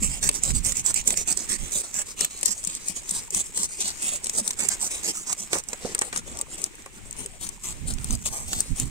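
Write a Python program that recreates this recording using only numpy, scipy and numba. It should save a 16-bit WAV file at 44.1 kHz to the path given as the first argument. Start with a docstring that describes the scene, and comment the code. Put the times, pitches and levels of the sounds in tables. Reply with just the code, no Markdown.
"""In a kitchen, fish are scaled with knives over a steel tray, close to a hand-held phone with two microphone ports.
Each stroke is a burst of tiny random clicks, coloured as crisp scales, raspy skin and dull flesh.
Stiff scales snap in short bursts of fractures; flesh flops and slime pops as brief gliding sines.
Bumps are a filtered-noise thud with ringing tray modes. Coloured noise gives the air rumble on the ports
and the hush of the kitchen; the near sounds reach the ports at slightly different times."""
import sys
import numpy as np
from scipy import signal
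from scipy.fft import rfft, irfft, next_fast_len
from scipy.io import wavfile
from scipy.ndimage import uniform_filter1d, map_coordinates
from numba import njit

SR = 44100
rng = np.random.default_rng(int(sys.argv[2]) if len(sys.argv) > 2 else 0)


def log_audio(samples):
    """Write samples as a 16-bit WAV file to the path given in sys.argv[1]."""
    # one column per channel
    frames = np.atleast_2d(samples).T
    # limit to full scale, then quantise
    limited = np.clip(frames, -1, 1)
    pcm = np.round(limited * 32767).astype(np.int16)
    wavfile.write(sys.argv[1], SR, pcm)


N = 392473

# knife strokes against the scales, levels before the layer trims: start t/s, length/s, crisp level/dB,
# swell from start to end/dB, rasp level of the skin/dB, middle pitch of the scales f/Hz, left minus right/dB
STROKES = [(-0.0, 0.095, -26.5, -25, -45, 7850, -7), (0.221, 0.059, -23.5, -3.5, -39, 7300, -7),
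           (0.421, 0.097, -29, 1.5, -45.5, 7300, -3), (0.644, 0.083, -25, -7, -46.5, 7500, -7),
           (0.842, 0.068, -25, 9, -44.5, 7540, -5), (1.065, 0.078, -26, -6.5, -44, 7740, -4),
           (1.27, 0.063, -24, -6, -42, 7050, -5), (1.485, 0.077, -27, 0, -42.5, 7400, -9),
           (1.709, 0.1, -27, 2, -45.5, 7600, -4), (1.925, 0.097, -29, 6, -45, 7000, -4.5),
           (2.174, 0.1, -31, -6, -42.5, 6860, -3), (2.441, 0.09, -26.5, -1.5, -42, 6800, -5.5),
           (2.624, 0.15, -36.5, 6, -51.5, 7200, -1), (2.849, 0.084, -34.5, 0, -49, 7200, 10),
           (3.069, 0.13, -32.5, 9, -46.5, 7400.0, -0.5), (3.313, 0.1, -26.5, 9, -44, 7200, -1.5),
           (3.548, 0.11, -28, 0, -44.5, 7000, 2), (3.794, 0.12, -29.5, -7, -41.5, 6650, 2),
           (3.991, 0.18, -29, 4, -45.5, 7200, -3), (4.322, 0.084, -26, 13, -45, 6740, -1),
           (4.579, 0.09, -28, -5, -42, 6860, -4.5), (4.798, 0.076, -27, 7, -46.5, 6730, -4),
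           (5.023, 0.087, -27, 9, -42, 6460, -4.5), (5.257, 0.074, -29.5, 9, -44, 6700, -8),
           (5.516, 0.087, -28.5, -10, -42.5, 6400, -6), (5.798, 0.135, -42, 3, -51, 7350, 2),
           (6.117, 0.076, -35.5, 11, -48.5, 7500, 2), (6.331, 0.1, -46, -3, -56, 7800.0, 1.0),
           (6.569, 0.099, -40.5, -3, -54.5, 7600, 4), (6.922, 0.06, -50.5, 7, -64, 7900, 0),
           (7.159, 0.09, -39.5, 1, -53.5, 8060, 6), (7.401, 0.074, -35.5, 1, -49, 8340, 9),
           (7.629, 0.096, -33.5, -3.5, -48.5, 8300, 6), (7.87, 0.067, -34, -11, -50, 8300.0, 9),
           (8.057, 0.1, -39, 4, -51, 7500.0, 1), (8.253, 0.036, -26.5, -5, -41.5, 7700.0, 6),
           (8.462, 0.16, -33.5, -2.5, -47.5, 7600, 3), (8.755, 0.081, -34.5, 4, -50.5, 8000, 6)]
# how the knife works through the scene, between straight lines: t/s, lead of the right port/ms,
# softness of the flesh/dB, sheen at the top of the treble before trims/dB
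KNIFE = [(0, 0.44, 1, 1), (1.5, 0.49, 2.5, -0.5), (2.2, 0.46, -5, 3.5), (2.6, 0.27, -10.5, -2),
         (3.5, 0.25, -10.5, 0), (4.2, 0.35, 0.5, -3), (4.6, 0.14, 2, 1), (5.4, 0.23, 0.5, 0.5),
         (6.2, .3, 4.5, -2.5), (6.9, 0.28, -4.5, 4.5), (7.2, -0.3, -2.5, 1), (8.1, -0.32, -1, 4),
         (8.9, 0.02, -2.5, 4)]
# relative spectrum of the rasping skin: f/Hz, level/dB
RASP = [(600, -6.5), (1100, 0), (1500, -4), (2200, 2), (3200, 0.5), (4500, 2), (6500, 1), (10000, -33.5)]

# the stroke level that counts as firm, and the dB that flesh gains for each dB of stroke level
FIRM_DB, FLESH_SLOPE = -27, 0.2
BRUSH_S = .018  # the blade brushes the scales for this long before it bites


def scraping(crisp_db=-1.5, rasp_db=7.0, sheen_per_grip=0.095, bite_share=0.14):
    """The same clicks sound crisp in the scales, raspy in the skin and dull in the flesh; long strokes bite slower."""
    firm_flesh_db = -44  # before grip and softness
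    out, rasp = np.zeros((2, N)), response(RASP)
    for start, length, db, swell, middle, pitch, pan, grip in passes():
        lead, softness, sheen = along(KNIFE, start)
        flesh_db = firm_flesh_db + FLESH_SLOPE * (db - FIRM_DB) + grip + softness
        clicks = mirrored(scale_clicks(length, swell, bite_share * length), length)

        tick = crisp_tick(sheen + sheen_per_grip * grip)
        bright = along_edge(patch_tone(clicks, pitch), tick, pitch, lead, count=3)
        rough = ports(signal.fftconvolve(clicks, rasp), lead, scatter_db=-1, scatter_s=.002)
        dull = ports(flesh_tone(clicks, length), lead, scatter_db=-3.0, scatter_s=0.0034)

        add(out, start - BRUSH_S, place(bright, db + crisp_db, length, pan))
        add(out, start - BRUSH_S, place(rough, middle + rasp_db, length))
        add(out, start - BRUSH_S, place(dull, flesh_db, length))
    return out


def passes():
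    """Strokes and returns in order of time, each row followed by its grip on the flesh in dB."""
    # lighter returns of the knife along the scales, levels before the layer trims: start t/s, length/s,
    # crisp level/dB, swell/dB, rasp level/dB, middle pitch f/Hz, left minus right/dB
    return_strokes = [(0.081, 0.11, -34.5, 0, -49, 7700.0, -7), (0.334, 0.06, -30, -13, -47, 7400, -7),
                      (0.543, 0.067, -28.5, -18, -47, 6960, -4), (0.746, 0.066, -28.5, -2, -47.5, 7440, -3),
                      (0.953, 0.063, -26, -10, -42, 7400, -6), (1.162, 0.082, -28, -21, -46, 6850, -4),
                      (1.362, 0.091, -32.5, -9, -49, 6740, -6), (1.585, 0.11, -39, -2, -53.5, 7800, -7),
                      (1.821, 0.11, -40, -17, -55, 7300.0, -2), (2.056, 0.08, -39.5, -2, -54.5, 7550, 1),
                      (2.285, 0.16, -41, -1, -54, 7600, 1), (2.532, 0.097, -39, -5, -65, 7600, 2),
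                      (2.784, 0.093, -42, 4, -56, 7400, -3), (2.951, 0.08, -34.5, -21, -51, 7100, -3.5),
                      (3.024, 0.063, -43, 5, -65, 7540, 3), (3.195, 0.09, -43.5, -11, -61, 7900.0, 4),
                      (3.433, 0.071, -39.5, -6, -64, 7900, 3), (3.672, 0.16, -39, -6, -55, 7700, 0),
                      (3.907, 0.18, -39.5, 9, -54, 7660, 7), (4.228, 0.079, -36, -1, -53, 8100, -2),
                      (4.437, 0.098, -35, -11, -54, 6760, 0.0), (4.697, 0.052, -29.5, -3, -41, 7700, 2),
                      (4.897, 0.1, -32, -7, -47.5, 7360, 0), (5.138, 0.11, -34.5, -14, -56, 6600, -3),
                      (5.372, 0.094, -34.5, -10, -55, 6800, -3), (5.677, 0.091, -44, -14, -60, 6900, -2),
                      (6.005, 0.086, -39, 6, -55.5, 7650, 6), (6.255, 0.07, -41.5, 11, -57, 7660, 3.0),
                      (6.48, 0.076, -39.5, 8, -55, 7900, -1), (6.652, 0.039, -50, -12, -69, 7000.0, -10),
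                      (6.77, 0.04, -52, 5, -71, 7800, -5), (7.046, 0.056, -50, -13, -73, 7300.0, -2.0),
                      (7.28, 0.1, -53, 4, -64, 7900, 8), (7.512, 0.06, -49, -4, -64, 7200.0, 1),
                      (7.73, 0.08, -52, 3, -73, 7800.0, 12), (7.98, 0.078, -46, 16, -62, 7600.0, -1),
                      (8.185, 0.04, -44, 10, -67, 7900, 2), (8.311, 0.18, -36, -21, -49, 7900, 2),
                      (8.602, 0.12, -45.5, -2, -57, 8140, 5), (8.85, 0.035, -42, -3, -59, 7900, 0)]
    return_grip_db = -4
    firm = [(*row, 0) for row in STROKES]
    light = [(*row, return_grip_db) for row in return_strokes]
    return sorted(firm + light)


def scale_clicks(length, swell_db, attack_s, row_rate=170, row_db=1.0, arch_db=4.5, waver_db=1.56,
                 waver_rate=50, release_s=0.0072, size=12000):
    """Scales flick past the edge one by one, bunched in rows; the pressure swells, arches in mid-stroke and wavers."""
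    rate, size_db, brush_db = 2900, 1.5, -9.5  # clicks per second, spread of their size, level of the brush
    t = np.arange(size) / SR - BRUSH_S
    happens = rng.random(size) < rate / SR
    strength = np.minimum(rng.exponential(size=size), 4)
    clicks = happens * undb(size_db * strength) * rng.choice([-1, 1], size)

    brush = undb(brush_db) * np.minimum(1 + t / BRUSH_S, 1)
    release = np.exp(-np.maximum(t - length, 0) / release_s)
    bite = np.maximum(brush, np.minimum(t / attack_s, 1)) * release

    travel = np.clip(t / length, 0, 1)
    pressure_db = swell_db * travel + arch_db * np.sin(np.pi * travel) + waver_db * walk(waver_rate, size)
    return clicks * bite * undb(pressure_db + row_db * walk(row_rate, size))


def mirrored(clicks, length, echo_db=-5.5, delay_s=0.0003673, spread=0.34, closing=0.33):
    """The flat of the blade mirrors the sound; the path shortens as it leans over, so the colour sweeps upward."""
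    at = np.arange(len(clicks))
    travel = np.minimum(at / SR / length, 1.5)
    delay = delay_s * np.exp(spread * rng.standard_normal() - closing * travel)
    return clicks + undb(echo_db) * map_coordinates(clicks, [at - delay * SR])


def patch_tone(clicks, hz, ring_db=-0.5, drift_rate=30):
    """The patch of scales under the edge rings together; its pitch wanders as the blade travels."""
    spread, width_hz = .13, 650.
    pitch = hz * np.exp(spread * np.clip(walk(drift_rate, len(clicks)), -1.7, 1.7))
    return clicks + undb(ring_db) * resonate(clicks, pitch, width_hz)


def crisp_tick(sheen_db):
    """The tick of one scale, with more or less sheen at the top."""
    # relative spectrum of a crisp scale: f/Hz, level/dB
    crisp_spectrum = [(2500, -32), (4500, -11.5), (6000, -2.5), (7500, 1), (8600, -0.5), (9400, -7.5),
                      (10000, -12.5), (11500, -12.5), (15500, -17.5)]
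    sheen = response([(9000, 0), (11000, sheen_db)])  # the sheen sets in between these frequencies
    return np.convolve(response(crisp_spectrum), sheen)[:512]


def along_edge(clicks, tick, hz, lead_ms, lead_spread_ms=.04, count=4):
    """Scales let go at several spots along the edge, each with its own pitch and its own path to the ports."""
    scatter_s = .0009  # decay time of a scale's reflections
    spot, pair = rng.integers(count, size=len(clicks)), 0
    for k in range(count):
        lead = lead_ms + lead_spread_ms * rng.standard_normal()
        path = ports(scale_tone(tick, hz), lead, 0, scatter_s, size=200)
        pair = pair + signal.oaconvolve((clicks * (spot == k))[None], path, axes=1)
    return pair


def scale_tone(sound, hz, ring_db=-2):
    """A scale rings for a few cycles; its pitch, which depends on its size, is drawn near hz."""
    width_hz, spread = 1700., .15
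    pitch = hz * np.exp(spread * np.clip(rng.standard_normal(), -2, 2))
    return sound + undb(ring_db) * resonate(sound, np.full(len(sound), pitch), width_hz)


def flesh_tone(clicks, length, hz=520, spread=0.55, fall=0.56, width_hz=130, ring_db=7):
    """The soft body thuds, and a wet fold ahead of the blade rings lower as it grows."""
    # relative spectrum of the dull flesh: f/Hz, level/dB
    flesh_spectrum = [(60, -53.5), (140, 4), (200, -3.5), (300, -5.5), (500, -9), (900, -4.5), (1400, -2),
                      (2600, -54)]
    sound = signal.fftconvolve(clicks, response(flesh_spectrum))
    travel = np.minimum(np.arange(len(sound)) / SR / length, 2)
    pitch = hz * np.exp(spread * rng.standard_normal() - fall * (travel - .5))
    return sound + undb(ring_db) * resonate(sound, pitch, float(width_hz))


def snapping(crisp_db=-1.0, rasp_db=-1, sheen_db=-1.0, tear_rate=4000, size=400):
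    """A stiff scale creaks as it is levered up, then cracks off in quick fractures; a loud one tears for longer."""
    # stiff scales snapping off, before the trims: t/s, crisp level/dB, rasp level/dB, left minus right/dB
    stiff_scales = [(.0582, -38, -46, -9), (.2387, -24, -42, 4), (.2904, -13, -19, 0),
                    (.3136, -34, -37, -4), (.4354, -17, -35.5, -12), (.452, -25, -49, -11),
                    (.505, -29.5, -31.5, 2), (.6487, -21.5, -43, -5), (.6645, -25, -45, -2),
                    (.7214, -22.5, -31.5, -12), (.7697, -22, -49, -12), (.8428, -37, -49, -8),
                    (.862, -16.5, -56, -17), (.9422, -19, -33, -12), (1.0752, -13.5, -38, -13),
                    (1.0785, -19.5, -38, -6), (1.105, -18.5, -25, -4), (1.1405, -41, -32, 0),
                    (1.174, -18, -35, -9), (1.275, -27, -45, -9), (1.2831, -30, -47, 0),
                    (1.3254, -21, -48, -3), (1.3727, -21, -54, -27), (1.4935, -27, -48, -6),
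                    (1.5137, -28, -45, -12), (1.7205, -30, -46, -7), (1.732, -29, -44, -5),
                    (1.787, -27, -42, -3), (1.817, -34, -43, -5), (1.9424, -26, -42, -19),
                    (2.2076, -16.5, -26.5, 17), (2.247, -17.5, -24.5, -2), (2.4116, -31, -48, 7),
                    (2.4304, -20, -26.5, 7), (2.4575, -11.5, -34, 17), (2.6397, -28, -40, 12),
                    (2.6493, -23, -39, 10), (2.6725, -22, -36, 13), (2.751, -26.5, -40, -7),
                    (2.884, -21, -42, 2), (3.0926, -24, -51, 17), (3.1095, -20.5, -47, 7),
                    (3.3054, -27, -47, 11), (3.3101, -40, -51, -13), (3.3469, -18.5, -29.5, 13),
                    (3.5749, -20.5, -31.5, 13), (3.6316, -21, -35, -21), (3.722, -37, -49, -1),
                    (3.8052, -23.5, -47, 18), (3.815, -30, -42, 5), (3.8785, -24, -41, -8),
                    (4.0278, -30, -37, 12), (4.158, -27, -46, -4), (4.3995, -40, -37, 0),
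                    (4.5327, -33, -43, 2), (4.2433, -25, -38, 16), (4.2591, -31, -36, 9),
                    (4.2686, -26, -31, 7), (4.296, -21, -30.5, 6), (4.4772, -19, -30.5, 8),
                    (4.507, -21.5, -26.5, 1), (4.6874, -13, -28, -17), (5.108, -33, -39, -10),
                    (5.3283, -20.5, -28.5, 2), (5.5315, -20.5, -24.5, -11), (5.585, -26, -34, -1),
                    (5.638, -38, -46, -4), (5.687, -28, -60, -14), (5.7317, -26, -32, 0),
                    (5.9485, -20.5, -27.5, 1), (5.9808, -35, -37, -4), (5.9898, -21, -40, 4),
                    (6.0127, -24, -37, 2), (6.0186, -21, -25.5, -2), (6.128, -34, -32, 0),
                    (6.1613, -24, -29, 17), (6.1747, -22, -35, 3), (6.3718, -33.5, -40, 7),
                    (6.3895, -28, -43, 12), (6.4127, -22, -34, 5), (6.6168, -30.5, -50, 14),
                    (6.6401, -17.5, -32.5, 7), (6.754, -43, -57, 5), (6.822, -43, -55, 2),
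                    (6.8605, -40, -45, 1), (7.11, -32, -52, 4), (7.1278, -32, -47, 11),
                    (7.2607, -30, -40, 3), (7.4679, -38, -38, 2), (7.4903, -26.5, -40, 8),
                    (7.9379, -31.5, -57, 10), (7.985, -43, -36.5, -1), (8.044, -27, -38, 13),
                    (8.107, -25, -31.5, 14), (8.1266, -27, -44, 17), (8.1519, -28, -53, 10),
                    (8.2585, -37, -34, 7), (8.2666, -25, -42, 9), (8.5314, -23.5, -24.5, -8),
                    (8.6047, -16, -35, 10), (8.799, -19.5, -35, 3)]
    out, t = np.zeros((2, N)), np.arange(-size, size) / SR
    strain_s, strain_db, span_s = .0014, -12, .005  # span: the time over which levels count
    creak = undb(strain_db) * np.exp(-np.abs(t) / strain_s)
    for s, high, middle, pan in list(stiff_scales) + catches():
        tear_s = np.interp(high, (-34, -22), (.0012, .0028))
        force = np.where(t < 0, creak, np.exp(-np.abs(t) / tear_s))
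        crack = (rng.random(len(t)) < tear_rate / SR) * rng.standard_normal(len(t)) * force
        crack[size] = 1.3  # the main fracture

        lead, _, sheen = along(KNIFE, s)
        bright = along_edge(crack, crisp_tick(sheen + sheen_db), 7540, lead, count=2)
        rough = ports(np.convolve(crack, response(RASP)), lead, scatter_db=-3, scatter_s=.002)
        add(out, s + t[0], place(bright, high + crisp_db, span_s, pan))
        add(out, s + t[0], place(rough, middle + rasp_db, span_s))
    return out


def catches(slope=0.43, spread_db=4, pan_spread_db=5):
    """Smaller scales catch on the edge and give way at random along a stroke; columns as for the stiff scales."""
    chance, firm_crisp_db, rasp_over_crisp_db = .75, -38.5, -6.5  # chance for each of five rows of scales
    rows = []
    for start, length, db, *_, pan in STROKES:
        for luck, place_share, strength, side in rng.random((5, 4)):
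            if luck < chance:
                crisp = firm_crisp_db + slope * (db - FIRM_DB) + spread_db * (2 * strength - 1)
                side_db = pan + pan_spread_db * (2 * side - 1)
                rows.append((start + place_share * length, crisp, crisp + rasp_over_crisp_db, side_db))
    return rows


def sliding(below_db=-19.0, tick_rate=300, size_db=0.5, patchy_db=5, count=7):
    """The wet blade ticks lightly over loose scales throughout, louder where the passes around are loud."""
    start, _, high = np.transpose(passes())[:3]
    effort = 10 * np.log10(uniform_filter1d(10 ** (high / 10), count))
    strength = np.minimum(rng.exponential(size=N), 4)
    ticks = (rng.random(N) < tick_rate / SR) * rng.choice([-1, 1], N) * undb(size_db * strength)

    tick = crisp_tick(2.5) + undb(-5.0) * response(RASP)
    pair = unit(along_edge(ticks, tick, 6820, 0)[:, :N])
    effort_db = np.interp(np.arange(N) / SR, start, effort)
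    return pair * undb(effort_db + below_db + patchy_db * np.minimum(walk(25, N), .5))


def flopping(rise_s=0.0017, decay_s=0.013, sag=0.27, pitch_spread=0.035, size=3000):
    """Flesh and skin spring back in a few heavily damped cycles that sag in pitch."""
    # wet folds of skin slapping back, during or between the strokes: t/s, peak level/dB, middle pitch f/Hz
    slaps = [(.018, -25.5, 215), (1.125, -37, 658), (1.995, -41.5, 580), (3.28, -45, 905),
             (3.325, -39.5, 376), (3.79, -38.5, 387), (4.135, -36.5, 610), (4.385, -35, 620),
             (4.412, -30.5, 222.3), (4.626, -37, 864), (6.312, -39, 243), (7.252, -39.5, 417),
             (8.1, -27.5, 220), (8.795, -31.5, 260)]
    # one flop in each stroke: delay after its start, peak in a firm stroke, middle pitch
    delay_s, firm_peak_db, flop_hz = 0.047, -43, 193
    damping = 0.73  # dB lost per dB of softness, so taut flesh flops harder
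    out, t = np.zeros((2, N)), np.arange(size) / SR
    swing = (1 - np.exp(-t / rise_s)) * np.exp(-t / decay_s)
    flops = []
    for start, _, db, *_ in STROKES:
        peak_db = firm_peak_db + FLESH_SLOPE * (db - FIRM_DB) - damping * along(KNIFE, start)[1]
        flops.append((start + delay_s, peak_db, flop_hz * np.exp(pitch_spread * rng.standard_normal())))

    for s, db, hz in flops + list(slaps):
        phase = np.cumsum(hz * (1 + sag * (np.exp(-t / decay_s) - .5))) / SR
        pair = ports(swing * np.sin(2 * np.pi * phase), 0.2, scatter_db=-36, scatter_s=0.0062)
        add(out, s, pair * undb(db) / np.abs(pair).max())
    return out


def squelching(rate=45, db=-51, hz=850, spread=0.596, size=1500):
    """Small pockets of slime pop under the fingers and the blade, as short sines that glide up."""
    out, t = np.zeros((2, N)), np.arange(size) / SR
    cycles, glide, size_db = 1.6, .06, 1.5
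    for when, strength, pitch, side in rng.random((int(rate * N / SR), 4)):
        f = hz * np.exp(spread * (4 * pitch - 2))
        age = t * f / cycles
        swell = age * np.exp(1 - 2 * age)
        pop = swell * np.sin(2 * np.pi * f * t * (1 + glide * np.minimum(age, 2)))
        level = db - size_db * np.log(max(1 - strength, np.exp(-3)))
        pair = ports(pop, side - .5, scatter_db=9.0, scatter_s=0.0013)
        add(out, when * N / SR, undb(level) * pair)
    return out


def bumping(rise_s=0.001, thud_db=0, thud_s=0.0087, body_hz=380, size=6000):
    """The body thuds and rings the tray; a longer, softer contact leaves only the lows."""
    # fish and blade bumping the metal: t/s, peak level/dB, contact time/ms
    bumps = [(0.293, -25, 2.2), (2.212, -31.5, 1.7), (2.43, -32, 1.6), (5.531, -11, 0.16),
             (5.553, -19, 0.59), (5.564, -21.5, 1.05), (5.73, -24.5, 0.48), (5.8495, -17, 1.47),
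             (5.95, -26, 0.54), (5.986, -32, 0.45), (6.017, -15.5, 0.35), (6.129, -22, 0.091),
             (6.159, -27, 0.28), (6.861, -30, 0.44)]
    # tray modes, damped by the fish lying on it, before scatter and contact: f/Hz, level/dB, t60/s
    tray_modes = [(259, 1, 0.042), (400, 14.5, 0.033), (465, 2, 0.058), (555, 7.5, 0.084),
                  (742, -12, 0.099), (850, -18, 0.058), (1024, -33, 0.072), (1220, 10, 0.051),
                  (1690, -1, 0.024), (1956, 12.5, 0.077), (2406, 21.5, 0.036), (3140, 2, 0.03)]
    out, t = np.zeros((2, N)), np.arange(size) / SR
    freqs = np.fft.rfftfreq(size, 1 / SR)
    for s, db, contact_ms in bumps:
        def cushion(hz):
            return 1 / (1 + (hz * contact_ms / 1000) ** 4)

        detune = 1 + 0.057 * rng.standard_normal()  # the weight of the fish shifts the modes
        ring = np.zeros(size)
        for hz, mode_db, t60 in tray_modes:
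            gain = undb(mode_db + 1.5 * rng.standard_normal()) * rng.choice([-1, 1]) * cushion(hz)
            ring += gain * np.sin(2 * np.pi * hz * detune * t) * np.exp(-np.log(1000) * t / t60)

        body = cushion(freqs) * freqs ** 2 / (freqs ** 2 + body_hz ** 2) / np.sqrt(freqs + body_hz)
        thud = irfft(rfft(rng.standard_normal(size)) * body, size) * np.exp(-t / thud_s)
        hit = (unit(ring) + undb(thud_db) * unit(thud)) * np.minimum(t / rise_s, 1)
        pair = ports(hit, 0.17, scatter_db=-7, scatter_s=0.0024)
        add(out, s - rise_s / 2, pair * undb(db) / np.abs(pair).max())
    return out


def draught(air_db=0, eddy_db=3.0):
    """Eddies buffet each port on its own; short gusts swell and fade over a draught that rises and sinks."""
    # changing draught on the ports, before the eddies: t/s, level/dB, left minus right/dB
    drifting_air = [(0, -40, 1), (1.5, -44, -15), (2.2, -55.5, -11), (2.8, -52.5, -12), (3.6, -48.5, -2),
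                    (4.1, -61, 5), (4.6, -50, -13), (5.2, -63.5, 1), (6.4, -46, 7), (6.8, -57, 16),
                    (7.1, -42.5, 13), (7.6, -48.5, -2), (8.4, -37.5, -11), (8.9, -43, -24)]
    # gusts, mostly on one port: peak t/s, half width at 1/e of the power/s, level/dB, left minus right/dB
    gusts = [(.03, 0.064, -28.5, -21), (.27, 0.035, -34, 20), (0.544, 0.055, -23.5, -32),
             (.67, 0.026, -32, 12), (1.63, 0.022, -32, -22), (7.825, 0.018, -31.5, -30),
             (7.96, 0.13, -31.5, -26), (8.129, 0.048, -25.5, -14), (8.57, 0.027, -30, -33),
             (8.729, 0.024, -28, -25), (8.855, 0.023, -28.5, -13)]
    # relative spectrum of air on the ports: f/Hz, level/dB
    air_spectrum = [(15, 0.5), (32, 8.5), (80, -.5), (160, -4.5), (260, -10.5), (500, -42), (1500, -96)]
    t = np.arange(N) / SR
    flows = [along(drifting_air, t)]
    for s, width, db, pan in gusts:
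        flows.append((db - 10 * np.log10(np.e) * ((t - s) / width) ** 2, np.array([pan])))

    power = 0
    for level, pan in flows:
        sides = undb(np.array([pan, -pan]))  # shares of the power
        power = power + sides / sides.mean(axis=0) * undb(level) ** 2
    eddies = np.array([walk(22, N), walk(22, N)])
    return noise(air_spectrum) * np.sqrt(power) * undb(air_db + eddy_db * eddies)


def kitchen_hush(db=-47.5, waver_db=2.4):
    """The background of the kitchen is coloured noise whose level wavers a little."""
    # relative spectrum of the kitchen: f/Hz, level/dB
    kitchen_spectrum = [(25, 4), (200, -7), (380, -6.5), (620, -19.5), (900, -12), (1400, -17),
                        (2200, -9.5), (4800, -20.5), (7000, -13), (9000, -17.5), (10000, -27), (15000, -28)]
    return noise(kitchen_spectrum) * undb(db + waver_db * walk(10.0, N))


def room(x, wet_db=-23, t60=0.15, gap_s=0.0046, size=20000):
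    """A short diffuse tail from the walls, fading in after the direct sound."""
    t = np.arange(size) / SR
    tail = rng.standard_normal((2, size)) * np.exp(-np.log(1000) * t / t60) * np.minimum(t / gap_s, 1)
    colour = response([(200, -1), (2500, 13), (8000, 2), (15000, -30)])
    tail = signal.fftconvolve(tail, colour[None], axes=1)
    tail /= np.linalg.norm(tail, axis=1, keepdims=True)
    return x + undb(wet_db) * signal.fftconvolve(x, tail, axes=1)[:, :N]


def ports(x, lead_ms, scatter_db, scatter_s, size=900):
    """Direct sound with a lag between the ports, then a short spray of reflections off hand and metal."""
    paths = rng.standard_normal((2, size)) * np.exp(-np.arange(size) / SR / scatter_s)
    paths *= undb(scatter_db) / np.linalg.norm(paths, axis=1, keepdims=True)
    lag = int(round(lead_ms * SR / 1000))  # positive: the right port hears it first
    paths[0, max(lag, 0)] += 1
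    paths[1, max(-lag, 0)] += 1
    return signal.fftconvolve(x[None], paths, axes=1)


def place(pair, db, seconds, pan_db=0):
    """Give a stereo sound the energy of this rms level held for so long, and set left minus right in dB."""
    pair = pair / (np.linalg.norm(pair, axis=1, keepdims=True) + 1e-12)
    pair = pair * undb([[pan_db / 2], [-pan_db / 2]])
    return pair * undb(db) * np.sqrt(2 * seconds * SR / np.sum(pair ** 2))


def add(out, s, sound):
    """Mix a stereo sound in at time s, or at the very start if s is negative."""
    i = max(int(s * SR), 0)
    out[:, i:i + sound.shape[1]] += sound[:, :max(N - i, 0)]


@njit
def resonate(x, hz, width):
    """State-variable band-pass with a moving centre, gain 1 there."""
    y, band, low = np.empty(len(x)), 0., 0.
    for i in range(len(x)):
        g, k = np.tan(np.pi * hz[i] / SR), width / hz[i]
        v = (band + g * (x[i] - low)) / (1 + g * (g + k))
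        band = 2 * v - band
        low = low + 2 * g * v
        y[i] = k * v
    return y


def along(curve, s):
    """The columns of a curve at time s."""
    times, *columns = np.transpose(curve)
    return [np.interp(s, times, column) for column in columns]


def walk(rate, n):
    """Random levels, rate of them per second, joined by straight lines, spread near 1."""
    at = np.arange(n) * rate / SR
    knots = rng.standard_normal(4096)
    return np.sqrt(3 / 2) * np.interp(at, np.arange(len(knots)), knots)


def noise(points):
    """Unrelated coloured noise on both ports, at rms 1."""
    size = next_fast_len(N, True)
    colour = undb(gains(points, np.fft.rfftfreq(size, 1 / SR)))
    return unit(irfft(rfft(rng.standard_normal((2, size))) * colour, size)[:, :N])


def response(points, size=512):
    """Causal (minimum-phase) impulse response with this spectrum, by folding its cepstrum."""
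    cepstrum = irfft(np.log(undb(gains(points, np.fft.rfftfreq(size, 1 / SR)))))
    cepstrum[1:size // 2] *= 2
    cepstrum[size // 2 + 1:] = 0
    return irfft(np.exp(rfft(cepstrum)))


def gains(points, hz):
    """A spectrum's dB at the given frequencies, straight lines over log frequency."""
    f, db = np.transpose(points)
    return np.interp(np.log(np.maximum(hz, 1)), np.log(f), db)


def unit(x):
    """Scale to rms 1."""
    return x / np.sqrt(np.mean(x ** 2) + 1e-18)


def undb(db):
    """Decibels to an amplitude factor."""
    return 10 ** (np.asarray(db) / 20)


def scene():
    """The work in its room, with air on the ports and the hush of the kitchen."""
    work = scraping() + snapping() + sliding() + flopping() + squelching() + bumping()
    return room(work) + draught() + kitchen_hush()


def record(dry):
    """Each port's cavity rings in the treble; the loudest peaks are rounded and the top is cut."""
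    # port cavities, left then right: f/Hz, width/Hz, boost/dB
    cavities = [(8960, 680, 8), (7900, 610, 7.5)]
    ceiling, top_hz = .95, 15600
    heard = []
    for x, (hz, width, db) in zip(dry, cavities):
        ring = signal.lfilter(*signal.iirpeak(hz, hz / width, fs=SR), x)
        heard.append(x + (undb(db) - 1) * ring)
    rounded = ceiling * np.tanh(np.array(heard) / ceiling)
    return signal.sosfilt(signal.ellip(8, .2, 70, top_hz, fs=SR, output="sos"), rounded)


dry = scene()
out = record(dry)
log_audio(out)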